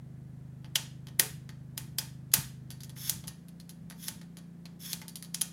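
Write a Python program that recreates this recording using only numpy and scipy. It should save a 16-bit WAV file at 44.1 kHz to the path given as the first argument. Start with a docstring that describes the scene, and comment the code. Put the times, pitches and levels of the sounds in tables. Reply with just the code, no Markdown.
"""A motor throbs low in the background of a small room; then plastic rockers snap, close to the microphone.
A hand works slide dimmers on a wooden wall plate: each snap rings switch, spring and hollow wall,
the sliders scrape along their tracks and hit the end stops, and loose knobs tick under the finger.
The motor picks up speed a little past halfway, and a faint hum comes in with it."""
import sys
import numpy as np
from scipy import signal
from scipy.fft import rfft, irfft
from scipy.io import wavfile

SR = 44100
rng = np.random.default_rng(int(sys.argv[2]) if len(sys.argv) > 2 else 0)


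def wrap_up_sound(samples):
    """Save the sound to the file named by the first command line argument, as 16-bit audio."""
    columns = np.atleast_2d(samples).T
    # keep every value between -1 and 1, then stretch to whole-number steps
    tamed = np.clip(columns, -1, 1)
    steps = np.round(tamed * 32767).astype(np.int16)
    wavfile.write(sys.argv[1], SR, steps)


N = 243517
TIME = np.arange(N) / SR
SIZE = 4096  # samples in one contact or body response
BIN_HZ = np.arange(SIZE // 2 + 1) * SR / SIZE

# Levels in the tables are relative, ahead of the plate, the room and the mix.
# rocker snaps: landing_s, level_db, body_db, top_db, ring_hz, ring_db, wall_knock_db, contact_decay_s
ROCKER_SNAPS = [(0.7563, -3, -3.5, -7, 2980, 14.5, -29, 0.0041), (1.1963, -1, 0, 2.5, 1917, 4.5, 5, .0024),
                (1.7774, -15.5, 0, 0.5, 1785, 4, -19.5, .0026),
                (1.985, -8.5, -.5, -1, 5100, 4.5, -31.5, .0036), (2.3384, 2, -2, 1, 12600, 4, -10, .0017),
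                (5.3452, -10, -8, -8, 10630, 9, -17.5, 0.0022),
                (5.4123, -12, -8, 0, 3200, 12.5, -23, 0.0047),
                (5.416, -10, -5, -9, 10500, 17.5, -35, 0.0013)]
# rings that every switch shares: pitch_hz, width_hz, gain_db
SWITCH_RESONANCES = [(5150, 640, 5), (10960, 900, 2.5)]
# thin ring of a switch's return spring: pitch_hz, level_db, t60_s
SPRING_RINGS = [(2556, -53, .22), (4380, -54.5, .28), (5730, -57, .33)]
# hollow wall behind the plate: pitch_hz, level_db, t60_s
WALL_RINGS = [(272, -57, .14), (318, -57, .13), (356, -53, .16), (398, -53, .12), (430, -47, .17),
              (482, -54, .12), (535, -51, .16), (764, -53, .13)]
# slider strokes: arrival_s, friction_db, swell_exponent, stop_db, stop_body_db, stop_ring_hz
SLIDER_STROKES = [(3.0958, -43, 0.54, -4.5, -7.5, 14470), (4.083, -45, 1.64, -13, -2, 10700),
                  (4.9312, -43.5, 0.63, -12, -4.5, 4130)]
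# colour of sliding friction: frequency_hz, level_db
FRICTION_COLOUR = [(200, -86.5), (1000, 0.5), (2000, 1), (3500, 0.5), (6000, 2), (8500, -1.5), (11000, 6.5),
                   (15000, 3.5)]
# resonances and hollows of a slider in its track: pitch_hz, width_hz, gain_db
TRACK_RESONANCES = [(3460, 330, 10), (4480, 444, 2.5), (5380, 180, 14), (6400, 410, 6.5), (9000, 770, -2.5)]
# light touches on the knobs: start_s, level_db, brightness_db_per_octave, ring_hz
KNOB_TOUCHES = [(.645, -35, -5.5, 3020), (1.0698, -29.5, -2.5, 3260), (1.4917, -29.5, -3, 1700),
                (2.317, -33, 0, 7000), (2.7044, -23.5, .5, 10740), (2.805, -30, 0.5, 4420),
                (2.8339, -27, 2, 6100), (2.8948, -30.5, -0.5, 10500), (2.9657, -35, -5, 2200),
                (3.2397, -32.5, -5, 3360), (3.273, -30.5, 3.5, 10300), (3.279, -20, 0, 10200),
                (3.484, -36.5, 0.5, 10900), (3.5997, -34, 1, 4250), (3.6935, -29, 1.5, 10800),
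                (3.9, -28, 1, 10800), (3.909, -29.5, -4, 1500), (4.2141, -33, -2.5, 1570),
                (4.37, -28, -2, 10550), (4.6552, -29.5, -3.5, 4300), (5.0162, -25, -2.5, 2200),
                (5.081, -25, 2, 9400), (5.1565, -22.5, 2.5, 10100), (5.225, -25, 1.5, 10300),
                (5.247, -32.5, -0.5, 4400)]
# colour of a knob: frequency_hz, gain_db
KNOB_COLOUR = [(800, -1), (2300, -1.5), (5000, 3.0), (8300, -4.5), (11000, -1.5), (15000, -6.5)]
# thin ring of a loose knob: pitch_hz, level_db, t60_s
KNOB_RINGS = [(1839, -51, 0.25), (3123, -57.5, 0.16), (3895, -54, 0.17), (4600, -39.5, 0.37)]
# broad colour of the plastic: frequency_hz, gain_db
PLASTIC_COLOUR = [(60, -24), (200, -5.5), (600, -4), (1200, -5.5), (2200, -2), (6000, -0.5), (13000, 3),
                  (16000, -8.5)]
# resonances of switch and plate: pitch_hz, width_hz, gain_db
PLATE_RESONANCES = [(467, 120, 0.5), (889, 50, 6), (1750, 860, 5.5), (2570, 300, 0.5), (3280, 590, 5),
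                    (4125, 1300, 2), (4860, 720, 3), (6050, 540, 4.5), (6780, 440, 5.5), (8960, 600, 1),
                    (10410, 820, 5), (12430, 2700, 1), (14400, 1600, 4.5)]
# dull bumps of the hand: start_s, level_db
HAND_BUMPS = [(1.29, -48.5), (1.808, -48), (2.343, -41), (3.12, -46), (3.25, -49), (3.785, -50.5),
              (4.1, -48.5), (4.93, -50.5)]
# colour of their rumble: frequency_hz, level_db
BUMP_COLOUR = [(25, -40.5), (55, -2.5), (95, -2.0), (150, 4.5), (260, -9.5), (600, -50.5), (2000, -82.5)]
# motor harmonics when slow and when fast: harmonic_number, level_db
SLOW_HARMONICS = [(1, -19.5), (2, -16.5), (3, -11), (4, -11.5), (5, 2), (6, -2), (7, -8), (8, -18.5),
                  (9, -11.5), (10, -20), (11, -43), (12, -20), (13, -36), (14, -41)]
FAST_HARMONICS = [(1, -54), (2, -19), (3, -16.5), (4, -12.5), (5, -6.5), (6, 2.5), (7, -7), (8, -20),
                  (9, -20), (10, -26), (11, -23.5), (12, -27.5), (13, -38), (14, -67)]
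# room air: frequency_hz, level_db
AIR_COLOUR = [(20, -34.5), (35, -25.5), (55, -0.5), (100, -6.5), (160, 0), (240, 1.5), (400, -6.5),
              (700, -13.5), (1200, -20.5), (1700, -19.5), (2600, -27.5), (5000, -31.5), (10000, -31.5),
              (16000, -37.5)]
# near reflections at the microphone: delay_s, gain
REFLECTIONS = [(.0032, 0.099), (.0058, .3), (0.0114, .13)]
# room decay: frequency_hz, t60_s
TAIL_DECAY = [(150, 0.21), (500, 0.18), (1500, 0.38), (4000, 0.4), (9000, 0.3), (12000, 0.31),
              (15000, 0.26)]
# colour of the room tail: frequency_hz, gain_db
TAIL_COLOUR = [(150, 2), (500, 12), (1500, 4), (4000, -2), (6000, -2.5), (8500, 2), (10500, -3.5),
               (13000, -7), (16000, -2)]


def rocker_snaps():
    """Close by, each rocker snaps over, rings its switch and its spring, and knocks on the hollow wall."""
    out, jolts, knocks = np.zeros((2, N)), np.zeros(N), np.zeros(N)
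    for landing_s, level_db, body_db, top_db, ring_hz, ring_db, knock_db, decay_s in ROCKER_SNAPS:
        blow = landing(decay_s)
        start_s = landing_s - SIZE / SR
        add(out, start_s, from_db(level_db) * switch_body(blow, body_db, top_db, ring_hz, ring_db))
        add(jolts, start_s, from_db(level_db) * blow)
        add(knocks, start_s, from_db(knock_db) * blow)
    return out + ringing(jolts, SPRING_RINGS) + ringing(knocks, WALL_RINGS)


def end_stops(decay_s=0.0022, top_db=-2.0, ring_db=7):
    """Every stroke ends with the slider hitting the end of its track."""
    out = np.zeros((2, N))
    for arrival_s, _, _, level_db, body_db, ring_hz in SLIDER_STROKES:
        clack = switch_body(landing(decay_s, lead_db=-21), body_db, top_db, ring_hz, ring_db)
        add(out, arrival_s - SIZE / SR, from_db(level_db) * clack)
    return out


def knob_ticks(decay_s=0.0043, ring_db=8, rattle_db=-8, rattle_s=0.016, rocks=3, ring_on_db=-8):
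    """A touched knob rocks in its play and rings on; a nail sounds bright, a fingertip dull."""
    out, jolts = np.zeros((2, N)), np.zeros(N)
    colour_db = at_hz(KNOB_COLOUR, BIN_HZ)
    average_db = np.mean(np.array(KNOB_TOUCHES)[:, 1])
    octaves = np.log2(np.maximum(BIN_HZ, 800) / 4000)  # brightness tilts about 4 kHz
    for start_s, level_db, brightness, ring_hz in KNOB_TOUCHES:
        rattle = sum(np.roll(contact(decay_s), int(lag_s * SR)) for lag_s in rattle_s * rng.random(rocks))
        blow = from_db(level_db) * (contact(decay_s / 2) + from_db(rattle_db) * rattle)
        peak_db = ring_db * bell(ring_hz, width_hz=800)
        add(out, start_s, radiate(blow, colour_db + brightness * octaves, peak_db))
        extra_db = .7 * (level_db - average_db)  # a harder touch puts a larger share into the ring
        add(jolts, start_s, from_db(ring_on_db + extra_db) * blow)
    return out + ringing(jolts, KNOB_RINGS)


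def slider_scrapes(stroke_s=0.14, grain_db=3.5, grains_per_s=600):
    """A slider rubs along its track in a dense run of tiny slips, louder as it gathers speed."""
    push, ramp = np.zeros(N), np.linspace(0, 1, int(stroke_s * SR))
    for arrival_s, friction_db, swell, *_ in SLIDER_STROKES:
        add(push, arrival_s - stroke_s, from_db(friction_db) * ramp ** swell)
    slips = rms_one(noise(FRICTION_COLOUR) * from_db(grain_db * drift(grains_per_s)))
    return shaped(push * slips, resonance_db(TRACK_RESONANCES))


def contact(decay_s):
    """Plastic lands in a quickly dying chatter of micro-impacts that holds all frequencies evenly."""
    t = TIME[:SIZE]
    burst = rng.standard_normal(SIZE) * np.exp(-t / decay_s)
    for _ in range(6):  # flatten the spectrum while keeping the burst short
        flat = irfft(np.exp(1j * np.angle(rfft(burst))))
        burst = flat * np.exp(-(t / (4 * decay_s)) ** 4)
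    return burst


def landing(decay_s, lead_db=-15):
    """A faint, very short swell of noise leads into the click, SIZE samples in."""
    swell = from_db(lead_db) * contact(min(decay_s, .002))[::-1]
    return np.concatenate([swell, contact(decay_s)])


def switch_body(blow, body_db, top_db, ring_hz, ring_db, bass_db=-4):
    """A blow sounds the shared rings of the switch and one more that belongs to the struck spot."""
    colour_db = at_hz([(500, body_db + bass_db), (2300, body_db), (6000, 0), (12000, top_db)], BIN_HZ)
    peaks_db = resonance_db(SWITCH_RESONANCES) + ring_db * bell(ring_hz, width_hz=650)
    return radiate(blow, colour_db, peaks_db)


def radiate(blow, colour_db, peaks_db, ripple_db=2.6, ripple_step_hz=260):
    """Two rows: the peaky sound beamed at the microphone, and the smoother one spread into the room."""
    # every touch stresses the many small modes of the plastic a little differently
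    ripple = np.interp(BIN_HZ / ripple_step_hz, np.arange(SIZE), rng.standard_normal(SIZE))
    beamed = shaped(blow, colour_db + peaks_db + ripple_db * ripple)
    spread = shaped(blow, colour_db + .5 * peaks_db)
    return np.array([beamed, spread])


def ringing(force, modes):
    """Lightly damped modes go on sounding after a blow."""
    t = TIME[:SR // 2]
    ring = sum(from_db(db) * np.exp(-np.log(1000) * t / t60_s) * np.sin(2 * np.pi * hz * t)
               for hz, db, t60_s in modes)
    return signal.fftconvolve(force, ring)[:N]


def plate(force):
    """Switch bodies and wooden plate colour every contact with their damped resonances."""
    return shaped(force, at_hz(PLASTIC_COLOUR, BIN_HZ) + resonance_db(PLATE_RESONANCES))


def hand_bumps(rise_s=0.034):
    """Soft pushes of the hand swell and die as a low rumble."""
    swell = np.zeros(N)
    for start_s, level_db in HAND_BUMPS:
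        age = np.maximum(TIME - start_s, 0) / rise_s
        swell += from_db(level_db) * age * np.exp(1 - age)
    return swell * noise(BUMP_COLOUR)


def motor(slow_hz=25.86, fast_hz=28.35, slow_db=-50, fast_db=-52.5, first_knock_s=.025,
          sag_hz=0.68, sag_at_s=3.82, sag_s=0.063):
    """In the background, one dull knock a turn: throbbing harmonics whose balance shifts with speed."""
    sag = sag_hz * np.exp(-((TIME - sag_at_s) / sag_s) ** 2)  # the speed dips once before it settles
    turns_per_s = slow_hz + (fast_hz - slow_hz) * gear() - sag
    turn = np.exp(2j * np.pi * (np.cumsum(turns_per_s) / SR - first_knock_s * turns_per_s[0]))
    fast = gear(lag_s=0.017)  # the tone follows just behind the speed
    slow_tone, fast_tone = [causal(np.array(tone)[:, 1]) for tone in (SLOW_HARMONICS, FAST_HARMONICS)]
    flutter_db = .3 + .8 * fast
    out, harmonic = 0, 1
    for slow_gain, fast_gain in zip(slow_tone, fast_tone):
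        harmonic = harmonic * turn
        gain = (1 - fast) * slow_gain + fast * fast_gain
        out = out + np.real(gain * harmonic) * from_db(flutter_db * drift(9))
    return np.sqrt(2) * out * from_db(slow_db + (fast_db - slow_db) * fast)


def gear(lag_s=0, change_at_s=3.3, change_s=0.093):
    """The motor changes gear in one smooth step, from 0 (slow) to 1 (fast)."""
    return .5 + .5 * np.tanh((TIME - change_at_s - lag_s) / change_s)


def hum(pitch_hz=237, level_db=-61, waver_hz=3.0, waver_db=0.5):
    """A faint, wavering hum joins the motor once it runs fast."""
    phase = 2 * np.pi * np.cumsum(pitch_hz + waver_hz * drift(5)) / SR
    return gear() * from_db(level_db + waver_db * drift(5.4)) * np.sin(phase)


def room_air(level_db=-60.5):
    """Room tone: a steady, low rush of air behind everything."""
    return from_db(level_db) * noise(AIR_COLOUR)


def room(beamed, spread, tail_db=-6, build_s=0.0013):
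    """The beamed sound reaches the microphone with near reflections; the rest feeds a diffuse tail."""
    t = TIME[:SR // 2]
    near, tail = signal.unit_impulse(len(t)), np.zeros(len(t))
    for delay_s, gain in REFLECTIONS:
        near[int(delay_s * SR)] += gain
    edges_hz = np.geomspace(80, 18000, 24)
    for low, high in zip(edges_hz, edges_hz[1:]):
        hz = np.sqrt(low * high)
        band_pass = signal.butter(2, [low, high], "band", fs=SR, output="sos")
        band = signal.sosfilt(band_pass, rng.standard_normal(len(t)))
        thicken = 1 - np.exp(-t / build_s)
        fade = thicken * np.exp(-np.log(1000) * t / at_hz(TAIL_DECAY, hz))
        tail += from_db(tail_db + at_hz(TAIL_COLOUR, hz)) * band * fade / np.linalg.norm(fade)
    return (signal.fftconvolve(beamed, near) + signal.fftconvolve(spread, tail))[:N]


def from_db(db):
    """Decibels to gain."""
    return 10 ** (np.asarray(db) / 20)


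def rms_one(x):
    """Scale to rms 1."""
    return x / np.sqrt(np.mean(x ** 2) + 1e-20)


def at_hz(points, hz):
    """Read a table on a log-frequency axis."""
    known_hz, values = np.transpose(points)
    return np.interp(np.log(np.maximum(hz, 1)), np.log(known_hz), values)


def bell(hz, width_hz):
    """Shape of one resonance, 1 at its centre."""
    return 1 / (1 + (2 * (BIN_HZ - hz) / width_hz) ** 2)


def resonance_db(resonances):
    """Summed peaks and hollows of a body at BIN_HZ."""
    return sum(db * bell(hz, width_hz) for hz, width_hz, db in resonances)


def causal(db):
    """Complex response of a passive body with these gains: it rings only after it is struck."""
    mirrored = np.log(from_db(np.concatenate([db, db[-2:0:-1]])))
    return np.exp(np.conj(signal.hilbert(mirrored)))[:len(db)]


def shaped(x, db):
    """Pass a sound through a body whose gains are given at BIN_HZ."""
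    return signal.fftconvolve(x, irfft(causal(db)))[:len(x)]


def noise(colour):
    """Steady noise of a given colour, rms 1."""
    gains = from_db(at_hz(colour, np.arange(N + 1) * SR / (2 * N)))
    return rms_one(irfft(rfft(rng.standard_normal(2 * N)) * gains)[:N])


def drift(steps_per_s):
    """A random wander with a spread of about 1."""
    steps = np.arange(int(steps_per_s * N / SR) + 2)
    return np.interp(TIME * steps_per_s, steps, rng.standard_normal(len(steps)))


def add(track, start_s, sound):
    """Mix a sound in at a given time."""
    start = int(round(start_s * SR))
    track[..., start:start + sound.shape[-1]] += sound[..., :N - start]


def scene(snap_db=5, stop_db=5, tick_db=3.0, scrape_db=-1):
    """One microphone near the wall plate: dimmers in front, motor and room tone behind."""
    beamed, spread = (from_db(snap_db) * rocker_snaps() + from_db(stop_db) * end_stops()
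                      + from_db(tick_db) * knob_ticks() + from_db(scrape_db) * slider_scrapes())
    dimmers = room(plate(beamed), plate(spread))
    return (dimmers + hand_bumps() + motor() + hum() + room_air())[None]


def record(dry, low_cut_hz=40, overload=1.1, high_cut_hz=16100):
    """The small microphone loses the deepest bass and rounds the hardest snaps; the top is cut steeply."""
    thinned = signal.sosfilt(signal.butter(2, low_cut_hz, "high", fs=SR, output="sos"), dry)
    rounded = overload * np.tanh(thinned / overload)
    return signal.sosfilt(signal.ellip(10, .2, 80, high_cut_hz, fs=SR, output="sos"), rounded)


dry = scene()
out = record(dry)
wrap_up_sound(out)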